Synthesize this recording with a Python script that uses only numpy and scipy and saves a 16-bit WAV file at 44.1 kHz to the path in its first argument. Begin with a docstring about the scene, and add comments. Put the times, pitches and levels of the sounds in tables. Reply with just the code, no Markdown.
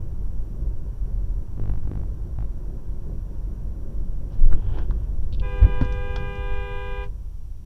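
"""Inside a car on a town road, heard from a small camera at the windscreen, with its own faint hiss and whine.
Noise shaped into rumble, roar and rushing air is the drive; from 1.6 s rows of taps make the camera mount chatter.
At 4.3 s the car brakes and swerves: slow swings thump the body, and noise bursts slide, knock, click and crackle.
From 5.4 to 7.0 s two stacks of sines sound one long horn blast, while an object lands and plastic clacks.
From 6.2 s the car slows and its road noise fades; the horn rings out with a short rattle."""
import sys
import numpy as np
from scipy import signal
from scipy.fft import rfft, irfft, next_fast_len
from scipy.io import wavfile
from scipy.ndimage import map_coordinates

SR = 44100
rng = np.random.default_rng(int(sys.argv[2]) if len(sys.argv) > 2 else 0)


def materialize(psi):
    """Save the field psi as 16-bit PCM at rate SR to the path in sys.argv[1].

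    A 1-D psi becomes a single channel; in a 2-D psi each row is a channel.
    """
    bounded = np.clip(np.atleast_2d(psi).T, -1, 1)
    quanta = np.round(bounded * 32767).astype(np.int16)
    wavfile.write(sys.argv[1], SR, quanta)


N = 337365
TIME = np.arange(N) / SR

# Noise colours, of which only the shape counts: (frequency [Hz], relative level per Hz [dB])
# microphone hiss
HISS = [(2200, -1.5), (3000, 1), (4000, -2.5), (5800, -1), (7000, -3), (10000, -3), (13500, -4),
        (15200, -2.5)]
# low shaking of the car body
RUMBLE = [(10, 4), (17, 3), (24, -7), (32, -5), (42, 1.5), (52, -4), (65, -9.5), (80, -12.5), (105, -14.5),
          (130, -22.5)]
# tyre roar in the cabin
ROAR = [(76, -30), (130, 2.5), (216, -3.5), (252, -10), (344, -7), (404, -11.5), (492, -17), (539, -13),
        (700, -27), (910, -55.5), (1540, -120)]
# rush of air
WIND = [(410, -34), (700, -2.5), (791, -5), (996, -3.5), (1150, -7.5), (1260, -11.5), (1560, -12),
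        (2060, -22), (3000, -31), (3900, -55.5), (6600, -120)]
# something sliding over the dashboard
SLIDE_COLOUR = [(180, -28.5), (300, 2), (447, -5), (499, -8), (549, -13), (807, -9.5), (1220, -19),
                (1580, -19.5), (2030, -31.5), (3280, -22), (3560, -31.5), (8000, -54), (10400, -76),
                (17600, -120)]
# rasp of the horn diaphragms
RASP_COLOUR = [(900, -14), (1600, 1), (2100, -6), (2700, 1), (3400, -5), (4200, -11), (8000, -21.5)]

# Roughness of the road surface, as body rumble: (time [s], relative level [dB])
SURFACE = [(0.0, -27), (2.51, -29.5), (2.57, -31.5), (4.3, -28.5)]
TYRES_DB = -41.5  # tyre roar at cruising speed, before the trims in road()
# Braking loads the springs, so the body rumbles more
BRAKE_S, BRAKE_RISE_S, BRAKE_DB = 4.28, 0.17, 3.5
# Then the car loses speed, and the road noise falls with it
SLOWING_S, RUMBLE_FALL_DB_PER_S, ROAR_FALL_DB_PER_S = 6.22, 8, 10

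# Heavy swings of the body: (middle [s], pitch [Hz], peak level [dB], half length [s])
THUMPS = [(4.453, 20, -1.5, 0.049), (4.538, 8.1, -4, 0.039), (4.545, 55, -17, 0.017),
          (4.903, 40, -13, 0.021), (5.629, 54, 0, 0.0094), (5.651, 58, -1, 0.0088),
          (5.826, 64, -16, 0.0143)]

# Rough patches that set the mount tapping its stop:
# (start [s], length [s], time to the hardest tap [s], gap between taps [s], hardest tap, relative [dB])
PATCHES = [(1.5778, 0.19, 0.108, .01992, -33), (1.835, 0.21, 0.12, 0.02, -36),
           (2.3877, 0.054, .002, .0189, -35.5)]
# Taps are weaker by this much at the edges of a patch, and vary up or down by chance
TAP_EDGE_DB, TAP_SCATTER_DB = 6, 1.5
# Ringing of the camera's plastic shell: (pitch [Hz], relative level [dB], time to fall 60 dB [s])
SHELL = [(280, 2.5, 0.015), (716, -8, 0.0085), (1060, -16, 0.0066), (1400, -22.5, 0.0039)]

# Loudness of the slide: (time [s], relative level [dB])
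SLIDE = [(4.3, -56.5), (4.5, -58), (4.6, -54), (4.68, -50), (4.78, -42), (4.83, -49), (4.87, -61),
         (5.05, -61), (5.3, -86)]
# Dull knocks of loose things, and at 5.63 and 5.65 s two short crackles as the recorder overloads on the thumps:
# (time [s], starting level [dB], lower edge [Hz], upper band against lower band [dB], time to fall 60 dB [s])
KNOCKS_AND_CRACKLES = [(4.513, -41, 300, -26, .04), (4.525, -34, 120, -25, 0.056),
                       (4.786, -38, 200, -12, .05), (4.909, -32.5, 600, -17, .016),
                       (5.626, -35, 200, -17, .045), (5.649, -37, 200, -26, .027),
                       (5.811, -34, 180, -14, 0.1), (6.162, -28.5, 450, -10, .025)]
# The lower band reaches up to the first pitch, the upper band from there to the second
LOWER_TOP_HZ, UPPER_TOP_HZ = 1620, 5400
# Small hard things that click and bounce:
# (time [s], starting level [dB], centre [Hz], loss per bounce [dB])
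CLICKS = [(4.322, -59, 4400, 1), (4.480, -59, 5000, 4), (5.231, -56.5, 3000, 8), (5.325, -42.5, 3500, 1),
          (5.397, -41, 3300, 20), (5.848, -53, 4760, 8), (5.924, -47.5, 4670, 14), (6.353, -55, 5000, 8)]
# Width and decay of every click, and the gap between its touches
CLICK_OCTAVES, CLICK_T60_S, BOUNCE_S = 0.87, 0.027, .0105
# Fainter clicks come at random while the car swerves
SWERVE_S, RATTLES_PER_S, RATTLE_DB, RATTLE_HZ = (4.4, 6), 3.1, -63, 4800
# A heavy object lands against the trim, which rings:
# (pitch [Hz], starting level [dB], time to fall 60 dB [s])
LANDING_S = 5.813
TRIM = [(131, -14, 0.14), (253, -15.5, 0.11), (280, -37, 0.028)]
# Hard plastic clacks once and rings: (pitch [Hz], starting level [dB], time to fall 60 dB [s])
CLACK_S = 6.1605
PLASTIC = [(3330, -32, 0.022), (5250, -44.5, .028)]

HORN_ON_S, HORN_OFF_S = 5.408, 7.037
# Course of each horn: (time [s], pitch [Hz], relative level [dB])
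LOW_HORN = [(5.43, 404.2, -4), (5.55, 402.2, -0.5), (5.9, 402.3, -1), (6.25, 402.4, 0), (6.55, 402.4, .5),
            (7.0, 402.8, -0.5), (7.06, 401, -0.5)]
HIGH_HORN = [(5.43, 501.6, 0), (5.52, 499, 0), (5.7, 496.8, 1), (6.1, 498.2, 0.68), (6.48, 497.6, -1),
             (6.57, 494.8, 0), (7.06, 496.3, 1)]
# Strength of their partials, read as a curve at each whole multiple:
# (multiple of the pitch [times], relative level in the swerve [dB], relative level after it [dB])
LOW_PARTIALS = [(1, -44, -42.5), (2, -48, -49), (3, -52.5, -52), (4, -45, -45.5), (5, -56, -55.5),
                (6, -48.5, -47), (6.94, -59, -58), (8, -70, -62), (8.97, -69.5, -65), (10, -79.5, -79),
                (11, -82, -89), (13, -80, -87), (15, -93, -96), (16, -78.5, -87), (17, -98, -93),
                (18, -84, -82), (19, -99, -86), (20, -82, -88), (22, -96, -92.5)]
HIGH_PARTIALS = [(1, -40.5, -41.5), (2, -47.5, -43), (3, -63, -59), (4, -64, -59), (5, -56.5, -58.5),
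                 (6, -59.5, -60), (7, -63, -60), (8, -76.5, -73.5), (9, -81, -87), (10, -80, -83),
                 (11, -96.5, -93), (12, -96.5, -92.5), (14, -88, -94), (17, -96.5, -93.5)]
# How far the car has straightened: (time [s], share [0-1])
STRAIGHT = [(6.2, 0.26), (6.55, 0.98)]
# Late in the blast the high horn's cycles are alternately strong and weak, which adds in-between partials:
# (multiple of the pitch [times], relative level [dB])
HALF_PARTIALS = [(3.5, -80), (4.5, -85), (5.5, -68), (7.5, -77), (8.5, -79), (10.5, -83)]
ALTERNATION_S, ALTERNATION_RISE_S = 6.38, .1

CUTOFF_HZ = 15400  # top of the recorder's range


def from_db(db):
    """Turn decibels into a factor."""
    return 10 ** (np.asarray(db) / 20)


def rms_one(x):
    """Scale a sound to an average (rms) strength of 1."""
    return x / np.sqrt(np.mean(x ** 2) + 1e-20)


def in_time(rows):
    """Read the columns of a time curve at every sample."""
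    s, *columns = np.transpose(rows)
    return [np.interp(TIME, s, c) for c in columns]


def filtered(x, hz, kind, order=2):
    """Keep only part of the pitch range (Butterworth filter)."""
    edges = np.clip(hz, 5, .45 * SR)
    return signal.sosfilt(signal.butter(order, edges, kind, fs=SR, output="sos"), x + 1e-18)


def drift(rate):
    """Wander smoothly by chance, with rms 1, changing about `rate` times a second."""
    knots = rng.standard_normal(2000)
    return rms_one(map_coordinates(knots, [TIME * rate], order=2, mode="mirror"))


def noise(spectrum):
    """Make noise of rms 1 with the given colour, falling steeply beyond its ends."""
    hz, db = np.transpose(spectrum)
    size = next_fast_len(N)
    octave = np.log2(np.arange(size // 2 + 1) * SR / size + 1e-3)
    points = np.log2(hz)
    octaves_beyond = np.abs(octave - np.clip(octave, points[0], points[-1]))
    gain = from_db(np.interp(octave, points, db) - 30 * octaves_beyond)
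    white = rfft(rng.standard_normal(size))
    return rms_one(irfft(white * gain, size)[:N])


def dying(start, t60):
    """Jump to 1 at the start, then fall by 60 dB every t60 seconds."""
    return (TIME >= start) * from_db(-60 * np.clip((TIME - start) / t60, 0, 4))


def electronics(hiss_db=-70, whine_hz=5766, whine_db=-78):
    """The camera's own circuits give a steady hiss and a thin whine."""
    whine = np.sqrt(2) * np.sin(2 * np.pi * whine_hz * TIME)
    return from_db(hiss_db) * noise(HISS) + from_db(whine_db) * whine


def body_shudder(shudder_db=-29, shudder_s=0.22):
    """Loudness of the panels, which shudder with every heavy swing and die away."""
    shudder = np.zeros(N)
    for s, hz, db, half in THUMPS:
        rise = np.clip((TIME - s + half) / half, 0, 1)
        shudder += from_db(db + shudder_db) * rise * dying(s - half, shudder_s)
    return shudder


def road(rumble_db=3.5, roar_db=-2, flutter_db=1.6, wind_db=-38, wind_share=0.58):
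    """The road shakes the body and roars in the tyres; rushing air fades more gently as the car slows."""
    braking = np.clip((TIME - BRAKE_S) / BRAKE_RISE_S, 0, 1)
    slowing = np.maximum(TIME - SLOWING_S, 0)
    body = in_time(SURFACE)[0] + BRAKE_DB * braking - RUMBLE_FALL_DB_PER_S * slowing
    tyres = TYRES_DB - ROAR_FALL_DB_PER_S * slowing
    rumble = from_db(body + rumble_db) * noise(RUMBLE)
    roar_gain = from_db(tyres + roar_db + flutter_db * drift(14))
    # the shuddering panels share the colour of the roar
    roar = (roar_gain + body_shudder()) * noise(ROAR)
    wind = from_db(wind_db + wind_share * tyres) * noise(WIND)
    return rumble + roar + wind


def thumps():
    """The heavy body heaves on its springs in short, slow swings."""
    out = np.zeros(N)
    for s, hz, db, half in THUMPS:
        swell = np.exp(-np.minimum(((TIME - s) / half) ** 2, 50))
        out -= from_db(db) * swell * np.cos(2 * np.pi * hz * (TIME - s))
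    return out


def taps():
    """The mount meets its stop in evenly spaced contacts, weaker away from the hardest tap."""
    contacts = np.zeros(N)
    for start, length, hardest, gap, db in PATCHES:
        t = gap * np.arange(round(length / gap) + 1)
        # a patch whose hardest tap comes at once has no weak start
        first_db = -TAP_EDGE_DB * (hardest > gap)
        swell = np.interp(t, [0, hardest, length], [first_db, 0, -TAP_EDGE_DB])
        scatter = TAP_SCATTER_DB * rng.uniform(-1, 1, len(t))
        contacts[np.round((start + t) * SR).astype(int)] = from_db(db + swell + scatter)
    return contacts


def ring(contacts, hz, t60):
    """Each contact sets a fading sine ringing; one of strength 1 starts it at height 1."""
    r = from_db(-60 / (t60 * SR))
    w = 2 * np.pi * hz / SR
    return signal.lfilter([0, np.sin(w)], [1, -2 * r * np.cos(w), r * r], contacts + 1e-18)


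def mount(swing_db=17.0, swing_hz=85, swing_s=0.0079, stop_s=0.0005, settle_s=0.0076, stop_share=0.35,
          top_hz=4800, scatter_db=8.0):
    """The camera swings smoothly, is checked abruptly by its stop, and settles while its shell rings."""
    t = np.arange(-1000, 1000) / SR  # time around one contact
    swing = np.cos(2 * np.pi * swing_hz * t) * np.exp(-(t / swing_s) ** 2)
    stop = stop_share * np.exp(-np.abs(t) / stop_s)
    settle = (1 - stop_share) * np.exp(-np.abs(t) / settle_s)
    movement = np.where(t < 0, swing, stop + settle)
    contacts = taps()
    jolts = -from_db(swing_db) * signal.fftconvolve(contacts, movement, "same")
    shell = np.zeros(N)
    for hz, db, t60 in SHELL:
        # every tap strikes each tone of the shell with a strength of its own
        strength = from_db(db + scatter_db * rng.standard_normal(N))
        shell += ring(contacts * strength, hz, t60)
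    return filtered(jolts + shell, top_hz, "low", order=4)


def slide(slide_db=1.0, grain_db=1.5):
    """Something rubs over the dashboard: noise with a fine, grainy flutter."""
    sliding = (TIME > SLIDE[0][0]) & (TIME < SLIDE[-1][0])
    level = in_time(SLIDE)[0] + slide_db + grain_db * drift(150)
    return sliding * from_db(level) * noise(SLIDE_COLOUR)


def burst(s, db, low_hz, high_hz, t60):
    """A band of noise that starts at once and dies away."""
    out = np.zeros(N + SR)
    t = np.arange(SR // 4) / SR
    at = round(s * SR)
    band = filtered(rng.standard_normal(len(t)), sorted([low_hz, high_hz + 1]), "band", order=4)
    out[at:at + len(t)] = rms_one(band) * from_db(db - 60 * t / t60)
    return out[:N]


def knocks_and_crackles():
    """Dull knocks of loose things and two overload crackles, each a lower band with a fainter one above."""
    out = np.zeros(N)
    for s, db, low_hz, upper_db, t60 in KNOCKS_AND_CRACKLES:
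        out += burst(s, db, low_hz, LOWER_TOP_HZ, t60)
        out += burst(s, db + upper_db, LOWER_TOP_HZ, UPPER_TOP_HZ, t60)
    return out


def clicks():
    """Small things touch three times, weaker at each bounce, amid a faint random rattle."""
    touches = [(s + k * BOUNCE_S, db - k * loss_db, hz) for s, db, hz, loss_db in CLICKS for k in range(3)]
    start, end = SWERVE_S
    rattle_times = rng.uniform(start, end, round(RATTLES_PER_S * (end - start)))
    touches += [(s, RATTLE_DB, RATTLE_HZ) for s in rattle_times]
    spread = 2 ** (CLICK_OCTAVES / 2)
    return sum(burst(s, db, hz / spread, hz * spread, CLICK_T60_S) for s, db, hz in touches)


def struck(s, modes):
    """One blow sets all of an object's own tones ringing."""
    return sum(from_db(db) * dying(s, t60) * np.sin(2 * np.pi * hz * (TIME - s)) for hz, db, t60 in modes)


def short_noises():
    """A grainy slide, knocks, crackles and clicks, one hollow landing and one sharp clack."""
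    landing = struck(LANDING_S, TRIM)
    clack = struck(CLACK_S, PLASTIC)
    return slide() + knocks_and_crackles() + clicks() + landing + clack


def cabin(x, t60=.14, wet_db=-8):
    """Glass and trim throw back dense, short reflections."""
    t = np.arange(SR // 3) / SR
    tail = rng.standard_normal(len(t)) * from_db(-60 * t / t60) * (t > .002)
    reflections = signal.fftconvolve(x, tail / np.linalg.norm(tail))[:N]
    return x + from_db(wet_db) * reflections


def horn_rasp(rasp_db=-69, release_db=-53, ring_s=0.15):
    """The diaphragms rasp faintly, and rattle once the current stops."""
    held = (TIME > HORN_ON_S) & (TIME < HORN_OFF_S)
    level = from_db(rasp_db) * held + from_db(release_db) * dying(HORN_OFF_S, ring_s)
    return level * noise(RASP_COLOUR)


def horn(curve, partials, level_db, jitter_hz, waver_db, half_partials=(), rise_s=0.017, ring_s=0.2):
    """A buzzing diaphragm drives a flared pipe; each partial wavers as the reflections from the road change."""
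    pitch, db = in_time(curve)
    straight, = in_time(STRAIGHT)
    phase = 2 * np.pi * np.cumsum(pitch + jitter_hz * drift(120)) / SR
    fade = -60 * np.clip((TIME - HORN_OFF_S) / ring_s, 0, 3)  # in dB, after the release
    multiples, early, late = np.transpose(partials)
    out = np.zeros(N)
    for k in range(1, round(multiples[-1]) + 1):
        early_db = np.interp(k, multiples, early)
        late_db = np.interp(k, multiples, late)
        level = (1 - straight) * early_db + straight * late_db
        # high partials waver more; all are steadier once the car is straight
        waver = waver_db * k ** 0.2 * (1 - .5 * straight) * drift(11)
        # high partials build up later and ring out sooner
        swell = np.clip((TIME - HORN_ON_S) / (rise_s * k ** 0.33), 0, 1) ** 2
        tone = np.sin(k * phase + rng.uniform(0, 2 * np.pi))
        out += swell * from_db(level + fade * k ** 0.49 + waver) * tone
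    alternating = np.clip((TIME - ALTERNATION_S) / ALTERNATION_RISE_S, 0, 1) * from_db(2 * fade)
    for k, level in half_partials:
        out += alternating * from_db(level) * np.sin(k * phase + rng.uniform(0, 2 * np.pi))
    return np.sqrt(2) * from_db(db + level_db) * out  # the root of 2 gives each sine an rms of 1


def scene():
    """Add up everything that is heard."""
    inside = cabin(short_noises(), t60=0.14, wet_db=-8.5)
    low = horn(LOW_HORN, LOW_PARTIALS, level_db=0, jitter_hz=0.57, waver_db=1.0)
    high = horn(HIGH_HORN, HIGH_PARTIALS, level_db=-1, jitter_hz=0.42, waver_db=1.6,
                half_partials=HALF_PARTIALS)
    return (electronics() + road() + thumps() + mount() + inside + horn_rasp() + low + high)[None]


def record(dry, top=0.8):
    """The heaviest thumps flatten against the recorder's limit; the ends are softened and the top is cut."""
    limited = dry / (1 + (dry / top) ** 8) ** (1 / 8)
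    ends = np.clip(np.minimum(TIME, TIME[-1] - TIME) / .005, 0, 1)
    top_cut = signal.ellip(10, .1, 80, CUTOFF_HZ, fs=SR, output="sos")
    return signal.sosfilt(top_cut, limited * ends)


dry = scene()
out = record(dry)
materialize(out)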